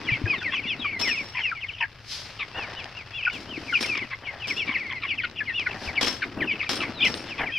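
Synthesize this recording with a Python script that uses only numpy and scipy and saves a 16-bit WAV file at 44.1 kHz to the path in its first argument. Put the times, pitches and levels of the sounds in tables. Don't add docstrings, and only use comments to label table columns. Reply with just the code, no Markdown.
import sys
import numpy as np
from scipy import signal
from scipy.fft import rfft, irfft, next_fast_len
from scipy.io import wavfile
from scipy.ndimage import uniform_filter1d, map_coordinates

SR = 44100
rng = np.random.default_rng(int(sys.argv[2]) if len(sys.argv) > 2 else 0)


def to_wav(s):
    ch = np.atleast_2d(s).T
    pcm = np.round(np.clip(ch, -1, 1) * 32767)
    wavfile.write(sys.argv[1], SR, pcm.astype(np.int16))


N = 334278
TIME = np.arange(N) / SR

# t/s, length/s, start f/Hz, end f/Hz, level/dB
FALLING_PEEPS = [(0.04, 0.12, 3655, 1977, -33), (0.085, 0.018, 2300, 1854, -22),
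                 (.088, 0.085, 2743, 2110, -25.5), (.335, .035, 3460, 2450, -32.5),
                 (0.365, 0.064, 4070, 3240, -39), (0.428, 0.083, 2670, 1690, -27.5),
                 (0.553, 0.057, 3040, 2130, -28.5), (0.629, 0.056, 2900, 1950, -31.5),
                 (0.787, 0.067, 4010, 3050, -35.5), (0.836, 0.07, 2520, 2180, -25.5),
                 (0.91, 0.084, 2450, 1986, -30.5), (1.026, 0.092, 2664, 1697, -26),
                 (1.072, 0.089, 3320, 2073, -25), (1.15, .075, 2906, 2180, -28),
                 (1.406, 0.11, 3270, 2298, -26), (1.45, 0.021, 2300, 1860, -30.5),
                 (1.545, 0.056, 2600, 2060, -36.5), (1.614, 0.044, 3190, 1984, -29.5),
                 (1.684, 0.025, 3180, 2255, -29.5), (3.553, 0.033, 2900, 1870, -35),
                 (3.682, 0.041, 2500, 2054, -30.5), (3.736, 0.045, 2980, 2273, -18.5),
                 (3.831, 0.031, 2700, 2110, -29.5), (3.876, 0.084, 2844, 2196, -26.5),
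                 (3.992, 0.055, 2760, 1900, -30.5), (4.23, 0.067, 3200, 2600, -42),
                 (4.261, 0.059, 2460, 1995, -32), (4.401, 0.07, 3200, 2310, -31),
                 (4.495, 0.038, 2700, 1955, -27), (4.742, 0.033, 2900, 1790, -22.5),
                 (4.778, 0.078, 2740, 1870, -32), (4.835, 0.086, 2440, 1950, -35.5),
                 (4.943, 0.061, 2280, 1980, -34.5), (5.076, 0.073, 2890, 2040, -28),
                 (5.088, 0.038, 3550, 2520, -29), (5.175, 0.045, 3130, 1874, -26.5),
                 (5.375, 0.041, 3357, 2190, -29), (5.472, 0.054, 2285, 1774, -29),
                 (5.667, 0.01, 2330, 1980, -22.5), (5.863, 0.048, 3020, 1930, -31),
                 (5.969, 0.027, 2586, 2050, -21.5), (6.405, 0.038, 2550, 1540, -24.5),
                 (6.473, 0.056, 2790, 2225, -22.5), (6.604, 0.016, 2760, 2100, -21.5),
                 (6.659, 0.025, 2780, 2240, -34), (6.839, 0.045, 2590, 1980, -35),
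                 (6.944, 0.086, 4230, 3420, -37.5), (7.279, 0.071, 3630, 2100, -34.5),
                 (7.458, 0.055, 2690, 1743, -30.5)]
# t/s, length/s, top f/Hz, level/dB, upper voice level/dB re the lower
ARCHED_PEEPS = [(0.27, 0.095, 2587, -23, -21), (0.515, 0.071, 2736, -29.5, -1),
                (0.66, 0.086, 2850, -27.5, -5), (2.542, 0.12, 2883, -33, -15),
                (2.756, 0.068, 2994, -35, -12), (2.952, 0.074, 2800, -37.5, -33),
                (3.135, 0.093, 2794, -33, -4.5), (3.302, 0.084, 2930, -36.5, -8.5),
                (3.476, 0.093, 3130, -38, -29), (4.567, 0.072, 2835, -26, -7.5),
                (5.538, 0.093, 2887, -26, -11.5), (7.008, 0.074, 2534, -19.5, -28),
                (7.517, 0.1, 2634, -27, -6)]
# t/s, length/s, start f/Hz, low voice f/Hz, level/dB
RASPY_PEEPS = [(0.517, 0.034, 2237, 1063, -30.5), (1.344, 0.074, 2820, 994, -29.5),
               (1.803, 0.044, 2970, 928, -24), (2.391, 0.05, 2890, 1133, -31.5),
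               (3.95, 0.047, 2607, 1145, -28.5), (4.108, 0.044, 2280, 1083, -35),
               (4.666, 0.079, 2514, 1117, -31), (4.9, 0.0397, 2227, 1060, -31),
               (5.018, 0.047, 2660, 1169, -29.5), (5.231, 0.0307, 2450, 1430, -33),
               (6.219, 0.029, 2600, 1365, -30.5), (6.626, 0.024, 2495, 1180, -31),
               (6.803, 0.043, 2784, 1200, -26), (7.379, 0.067, 2610, 1034, -31.5)]
# t/s, held f/Hz, level/dB
CHIP_CALLS = [(0.255, 1646, -30.5), (0.331, 1094, -34), (0.414, 1470, -32.5), (0.845, 1140, -31.5),
              (1.514, 1384, -27.5), (1.835, 1620, -31), (3.264, 1432, -19.5), (3.723, 1410, -25.5),
              (5.234, 1420, -27.5), (5.403, 1674, -26), (5.662, 1444, -28), (6.218, 1516, -27.5)]
# t/s, length/s, start f/Hz, end f/Hz, swing f/Hz, warble rate/Hz, level/dB, gap depth/0-1
TRILL_CALLS = [(3.221, 0.087, 3007, 2530, 422, 42, -22, 0.94),
               (7.001, 0.083, 3465, 2604, 320, 45, -21.5, 0.06)]
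# t/s, level/dB, t60 of the rattle/s
MESH_JOLTS = [(.992, -32.5, 0.9), (3.326, -41.5, 0.46), (3.806, -31, 0.4), (4.471, -34.5, 0.48),
              (6.01, -26.5, 0.4), (6.02, -31.5, 0.45), (6.062, -29, 0.33), (6.692, -18, 0.061),
              (6.705, -27.5, 0.35), (7.045, -37, 0.79)]
# t/s, level/dB
WIRE_TAPS = [(2.843, -28), (3.976, -22.5), (4.868, -34), (4.9257, -34.5), (5.151, -46), (5.298, -33),
             (5.313, -36), (5.5965, -24.5), (5.71, -46), (6.826, -26), (7.1415, -19)]
# f/Hz, level/dB
MESH_MODES = [(3009, -0.5), (3331, 6.5), (3560, -3), (5170, 7.5), (5420, 15), (7897, -15)]
# t/s, level/dB
WIRE_PINGS = [(3.812, -38), (6.755, -41.5), (7.149, -43)]
# f/Hz, level/dB
LOOSE_WIRE_MODES = [(8800, -1), (14150, -20), (15300, -19)]
# t/s, hold/s, level/dB
GRASS_SCUFFS = [(0, .39, -45), (.45, 0.795, -48.5), (3.33, 0.705, -48.5), (4.49, 0.22, -49),
                (4.75, 0.93, -54.5), (5.72, 0.9, -47), (6.37, 0.075, -40), (6.72, 0.453, -40.5),
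                (7.2, 0.3, -47)]
# t/s, hold/s, level/dB
FRAME_SCRAPES = [(2.543, 0.027, -40), (2.58, 0.29, -47.5), (4.22, 0.19, -48), (5.68, 0.34, -43),
                 (7.39, 0.052, -34)]
# t/s, level/dB
RUSTLE_COURSE = [(0.0, -40), (1.06, -48), (1.2, -44), (1.63, -47), (1.88, -50), (2.7, -40.5), (3.04, -45),
                 (3.95, -43.5), (4.24, -46.5), (4.66, -43.5), (5.4, -49.5), (5.7, -39.5), (6.46, -47.5),
                 (6.63, -40), (7.3, -40), (7.58, -45)]
# t of the peak/s, level/dB, rise time constant/s, t60/s
MESH_BRUSHES = [(2.119, -35, 0.028, 0.68), (3.78, -46, 0.18, 1), (5.861, -42, .06, 0.29)]
# t/s, level/dB, f/Hz
DULL_BUMPS = [(0.119, -18, 120), (0.216, -19.5, 268), (0.239, -13.5, 102), (.654, -24, 236),
              (.794, -25, 254), (3.577, -19, 310), (4.691, -22.5, 247), (5.875, -27, 78), (6.42, -35, 315)]
# f/Hz, level/dB (per Hz)
MESH_SPECTRUM = [(120, -9.5), (250, 4), (800, -3), (3000, -1), (5400, -1), (6800, -13.5), (12500, -24.5),
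                 (15500, -32.5)]
# f/Hz, level/dB (per Hz)
SCUFF_SPECTRUM = [(60, -8.5), (290, 7.5), (480, -2.5), (2000, -12), (4000, -44.5)]
# f/Hz, level/dB (per Hz)
SCRAPE_SPECTRUM = [(300, -9), (550, -6), (780, -1), (1300, -10.5), (1800, -1), (4000, -48)]
# f/Hz, level/dB (per Hz)
RUSTLE_SPECTRUM = [(900, 13.5), (2600, 15), (3900, 8), (5200, 10), (6800, -9.5), (12000, -23.5),
                   (15000, -58.5)]
# f/Hz, level/dB (per Hz)
BRUSH_SPECTRUM = [(800, -13), (2800, -3), (5200, 5), (7000, -13.5), (12500, -23), (15000, -40)]
# f/Hz, level/dB (per Hz)
OUTDOOR_SPECTRUM = [(25, -6), (70, 2), (108, 11), (160, -3), (400, -29.5), (2000, -40), (8000, -41)]
# f/Hz, likeness/0-1
STEREO_LIKENESS = [(2000, 0.97), (5000, 0.48), (9000, 0)]

SLIDE_S, SLIDE_OCT, SLIDE_DB = .018, 0.1323, -16
SAG = 0.0265
ARCH_RISE, ARCH_FALL, ARCH_TOP_AT, UPPER_VOICE_RATIO = 0.0916, .26, 0.2786, 1.247
RASP_END_HZ, RASP_GRAIN = 2077, .5
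LOW_VOICE_DB, LOW_VOICE_FALL_OCT = -4, 0.247
LOW_VOICE_JITTER, LOW_VOICE_FLUTTER_DB = .075, 4.5
CHIP_S, CHIP_START_OCT, CHIP_DROP_S = 0.023, 0.59, 0.00278
MELLOW_OCTAVE_DB = -28
OCTAVE_DB, OCTAVE_SPREAD_DB, BEAK_CUT_HZ = -24, 4, 5500
FAR_DB, FAR_HZ, FAR_SPREAD_OCT, FAR_RASP = -12.5, 2896, 0.2, .9
FAR_S, FAR_WITHIN_S = .065, .03
STROKE_ATTACK_S, STROKE_T60_S = 0.0036, 0.17
OUTDOORS_DB, LEFT_DB = -53, 1.5
CUTOFF_HZ = 15500


def chicks():
    out = np.zeros((2, N))
    for s, level_db, call in falling_peeps() + arched_peeps() + raspy_peeps() + chips() + trills():
        add(out, s, somewhere_in_crate(from_db(level_db) * call))
    return out


def falling_peeps():
    return [(s - SLIDE_S, level_db, peep(fall(length, start_hz, end_hz)))
            for s, length, start_hz, end_hz, level_db in FALLING_PEEPS]


def arched_peeps():
    calls = []
    for s, length, top_hz, level_db, upper_db in ARCHED_PEEPS:
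        hz = arch(length, top_hz)
        lower = peep(hz, ends_db=-9)
        upper = peep(hz * UPPER_VOICE_RATIO, ends_db=-8)
        calls.append((s - SLIDE_S, level_db, lower + from_db(upper_db) * upper))
    return calls


def raspy_peeps():
    calls = []
    for s, length, start_hz, low_hz, level_db in RASPY_PEEPS:
        whistle = peep(fall(length, start_hz, RASP_END_HZ), rasp=1, ends_db=-2.0)
        calls.append((s - SLIDE_S, level_db, whistle))
        calls.append((s, level_db + LOW_VOICE_DB, low_voice(length, low_hz)))
    return calls


def chips(edge=0.067):
    calls = []
    for s, held_hz, level_db in CHIP_CALLS:
        u = progress(CHIP_S)
        hz = held_hz * 2 ** (CHIP_START_OCT * np.exp(-u * CHIP_S / CHIP_DROP_S))
        calls.append((s, level_db, syrinx(hz, MELLOW_OCTAVE_DB) * swell(u, edge)))
    return calls


def trills(edge=0.48):
    calls = []
    for s, length, start_hz, end_hz, swing_hz, rate, level_db, gaps in TRILL_CALLS:
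        u = progress(length)
        warble = np.cos(2 * np.pi * rate * length * u)
        hz = start_hz + (end_hz - start_hz) * u + swing_hz * warble
        voiced = 1 - np.clip(gaps * np.minimum(.5 + 2 * warble, 1), 0, 1)
        calls.append((s, level_db, syrinx(hz, MELLOW_OCTAVE_DB) * voiced * swell(u, edge)))
    return calls


def peep(hz, rasp=0, ends_db=-9, throat_hz=2420, throat_width_hz=620):
    slide = round(SLIDE_S * SR)
    body = from_db(ends_db * np.linspace(-1, 1, len(hz)) ** 2)
    padded = np.pad(body, slide, constant_values=from_db(SLIDE_DB))
    envelope = uniform_filter1d(padded, size=200)
    slide_ends = (hz[0] * 2 ** SLIDE_OCT, hz[-1] / 2 ** SLIDE_OCT)
    hz = np.pad(hz, slide, "linear_ramp", end_values=slide_ends)
    throat = 1 / np.hypot(1, (hz - throat_hz) / throat_width_hz)
    loudness = envelope * np.hanning(len(hz)) ** 0.083 * throat
    return syrinx(hz, OCTAVE_DB, rasp) * loudness / loudness.max()


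def syrinx(hz, octave_db, rasp=0, waver=.013, jitter=0.0091, rasp_jitter=0.035,
           flutter_db=3.0, rasp_flutter_db=4):
    size = len(hz)
    shake = (jitter + rasp_jitter * rasp) * drift(880.4, size)
    hz = hz * (1 + waver * drift(170, size) + shake)
    phase = 2 * np.pi * np.cumsum(hz) / SR
    catches = from_db((flutter_db + rasp_flutter_db * rasp) * np.tanh(2 * drift(149.8, size)))
    beak = 1 / np.hypot(1, (hz / BEAK_CUT_HZ * 2) ** 10)
    octave = from_db(octave_db + OCTAVE_SPREAD_DB * drift(18, size)) * np.sin(2 * phase) * beak
    grain = 1 + (0.12 + RASP_GRAIN * rasp) * drift(1300, size)
    return rms_one((np.sin(phase) + octave) * catches * grain)


def low_voice(length, low_hz, fundamental_db=-5, third_db=-6):
    u = progress(length)
    sinking = low_hz * 2 ** (LOW_VOICE_FALL_OCT * (.5 - u))
    hz = sinking * (1 + LOW_VOICE_JITTER * drift(694, len(u)))
    phase = 2 * np.pi * np.cumsum(hz) / SR
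    voice = np.zeros(len(u))
    for k, db in enumerate((fundamental_db, 0, third_db), 1):
        flutter = LOW_VOICE_FLUTTER_DB * drift(197, len(u))
        voice += from_db(db + flutter) * np.sin(k * phase)
    return rms_one(voice) * swell(u, 0.22)


def progress(length):
    return np.linspace(0, 1, round(length * SR))


def fall(length, start_hz, end_hz):
    u = progress(length)
    return start_hz * (end_hz / start_hz) ** u * (1 - SAG * np.sin(np.pi * u))


def arch(length, top_hz):
    past_top = progress(length) - ARCH_TOP_AT
    rising = ARCH_RISE * (past_top / ARCH_TOP_AT) ** 2
    falling = ARCH_FALL * np.abs(past_top / (1 - ARCH_TOP_AT)) ** 1.2
    return top_hz * (1 - np.where(past_top < 0, rising, falling))


def swell(u, edge):
    from_ends_s = np.minimum(u, 1 - u) * len(u) / SR
    return np.abs(np.sin(np.pi * u)) ** edge * np.tanh(from_ends_s / .0015) ** 2


def somewhere_in_crate(sound, count=3):
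    out = np.zeros((2, len(sound) + SR // 20))
    add(out, 0, sound)
    for delay in rng.uniform(.001, .014, count):
        add(out, delay, sound * rng.normal(0, .13))
    balance_db = .4 * rng.standard_normal() * np.array([[1], [-1]])
    return out * from_db(balance_db)


def far_chicks():
    out = np.zeros((2, N))
    for s, _, _, _, level_db in FALLING_PEEPS:
        lag, stretch, pitch = rng.uniform(-1, 1, size=3)
        hz = arch(FAR_S * 1.7 ** stretch, FAR_HZ * 2 ** (FAR_SPREAD_OCT * pitch))
        call = from_db(level_db + FAR_DB) * peep(hz, FAR_RASP)
        add(out, s - SLIDE_S + FAR_WITHIN_S * lag, somewhere_in_crate(call))
    return out


def crate(wire_db=-19):
    contacts, ringing = rattles()
    return colour(contacts + taps(), MESH_SPECTRUM) + from_db(wire_db) * ringing + pings()


def rattles(rise_s=0.00041):
    contacts, ringing, t = np.zeros((2, N)), np.zeros((2, N)), TIME[:SR]
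    for s, level_db, t60 in MESH_JOLTS:
        envelope = from_db(level_db - 60 * t / t60) * np.tanh(t / rise_s)
        rattle = envelope * rebounds() * rng.standard_normal((2, SR))
        add(contacts, s, rattle)
        add(ringing, s, signal.fftconvolve(rattle, wire_ring()[None], axes=1))
    return contacts, ringing


def rebounds(per_s=90, size=SR):
    strikes = (rng.random(size) < per_s / SR) * rng.uniform(.3, 1, size)
    dying = signal.lfilter([1], [1, -np.exp(-1 / (.004 * SR))], strikes)
    return rms_one(.45 + dying)


def wire_ring(t60=0.13, size=SR // 2, count=3):
    hz, level_db = np.repeat(MESH_MODES, count, axis=0).T
    hz = hz * (1 + .004 * rng.standard_normal(len(hz)))
    strength = from_db(level_db) * rng.standard_normal(len(hz)) / np.sqrt(count)
    decay = from_db(-60 * TIME[:size] / t60)
    tones = strength @ np.sin(2 * np.pi * np.outer(hz, TIME[:size]))
    return tones * decay / np.sqrt(np.sum(decay ** 2) / 2)


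def taps(t60=0.011, trim_db=-2):
    envelope = np.zeros(N)
    for s, level_db in WIRE_TAPS:
        add(envelope, s, from_db(level_db + trim_db - 60 * TIME[:SR // 10] / t60))
    cushion = signal.butter(2, 5000, fs=SR, output="sos")
    return signal.sosfilt(cushion, envelope * rng.standard_normal((2, N)) + 1e-18)


def pings(t60=0.26):
    out, t = np.zeros(N), TIME[:SR]
    ring = sum(from_db(db - 60 * t / t60) * np.sin(2 * np.pi * hz * t) for hz, db in LOOSE_WIRE_MODES)
    for s, level_db in WIRE_PINGS:
        add(out, s, from_db(level_db) * ring)
    return out


def handling(scuff_db=1, rustle_db=-4):
    strokes_db = 2 * drift(30, N)
    scuff = pushes(GRASS_SCUFFS) * from_db(scuff_db + strokes_db) * grains(per_s=150, spread_db=3.0)
    scrape = pushes(FRAME_SCRAPES) * from_db(strokes_db) * grains(per_s=180, spread_db=3.0)
    course_db = np.interp(TIME, *np.transpose(RUSTLE_COURSE))
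    rustle = from_db(course_db + rustle_db + strokes_db / 2) * grains(per_s=730, spread_db=3.5)
    ground_and_wood = colour(scuff, SCUFF_SPECTRUM) + colour(scrape, SCRAPE_SPECTRUM)
    return ground_and_wood + colour(rustle, RUSTLE_SPECTRUM) + brushes()


def brushes():
    envelope = np.zeros(N)
    for s, level_db, rise, t60 in MESH_BRUSHES:
        dying = from_db(level_db - 60 * np.maximum(TIME - s, 0) / t60)
        envelope += dying * np.exp(np.minimum(TIME - s, 0) / rise)
    return colour(envelope * rng.standard_normal((2, N)), BRUSH_SPECTRUM)


def pushes(rows):
    out, t = np.zeros(N), TIME[:2 * SR]
    for s, hold, level_db in rows:
        dying = from_db(level_db - 60 * np.maximum(t - hold, 0) / STROKE_T60_S)
        add(out, s, np.minimum(t / STROKE_ATTACK_S, 1) * dying)
    return out


def grains(per_s, spread_db):
    contact = np.cumsum(rng.random(N) < per_s / SR)
    strength = from_db(spread_db * np.clip(rng.standard_normal(N), -2, 2))[contact]
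    return rms_one(strength * rng.standard_normal((2, N)))


def bumps(cycles=11, attack_s=0.0012):
    out, t = np.zeros(N), TIME[:SR]
    for s, level_db, hz in DULL_BUMPS:
        dying = from_db(level_db - 60 * t * hz / cycles)
        add(out, s, dying * np.tanh(t / attack_s) * np.sin(2 * np.pi * hz * t))
    return out * [[1], [.7]]


def garden(x, t60=0.09, echo_db=-13):
    t = TIME[:SR // 2]
    sparse = (rng.random((2, len(t))) < .03) * (t > .002)
    echoes = rng.standard_normal((2, len(t))) * sparse * from_db(-60 * t / t60)
    echoes = rms_one(echoes) / np.sqrt(len(t))
    return x + from_db(echo_db) * signal.fftconvolve(x, echoes, axes=1)[:, :N]


def outdoors():
    return from_db(OUTDOORS_DB) * colour(rng.standard_normal((2, N)), OUTDOOR_SPECTRUM)


def colour(pair, spectrum):
    size = next_fast_len(N + SR // 2)
    hz = np.arange(size // 2 + 1) * SR / size
    cepstrum = irfft(np.log(rms_one(from_db(at_hz(spectrum, hz)))), size)
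    cepstrum[1:size // 2] *= 2
    cepstrum[size // 2 + 1:] = 0
    alike = np.clip(at_hz(STEREO_LIKENESS, hz), -1, 1)
    mid, side = rfft(pair, size) * np.exp(rfft(cepstrum))
    stereo = np.sqrt(1 + alike) * mid + np.sqrt(1 - alike) * side * [[1], [-1]]
    return irfft(stereo, size)[:, :N]


def at_hz(points, hz):
    return np.interp(np.log(hz + 1), np.log(np.array(points)[:, 0]), np.array(points)[:, 1])


def drift(rate, size):
    knots = rng.standard_normal(4096)
    return map_coordinates(knots, [np.arange(size) * rate / SR], order=3, mode="wrap")


def from_db(db):
    return 10 ** (np.asarray(db) / 20)


def rms_one(x):
    return x / np.sqrt(np.mean(x ** 2) + 1e-20)


def add(out, s, sound):
    start = min(max(round(s * SR), 0), N)
    out[..., start:start + sound.shape[-1]] += sound[..., :N - start]


def scene():
    echoing = garden(crate() + chicks() + far_chicks())
    return (echoing + handling() + bumps() + outdoors()) * from_db([[LEFT_DB], [-LEFT_DB]])


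def record(dry):
    return signal.sosfilt(signal.ellip(10, .1, 90, CUTOFF_HZ, fs=SR, output="sos"), dry)


dry = scene()
out = record(dry)
to_wav(out)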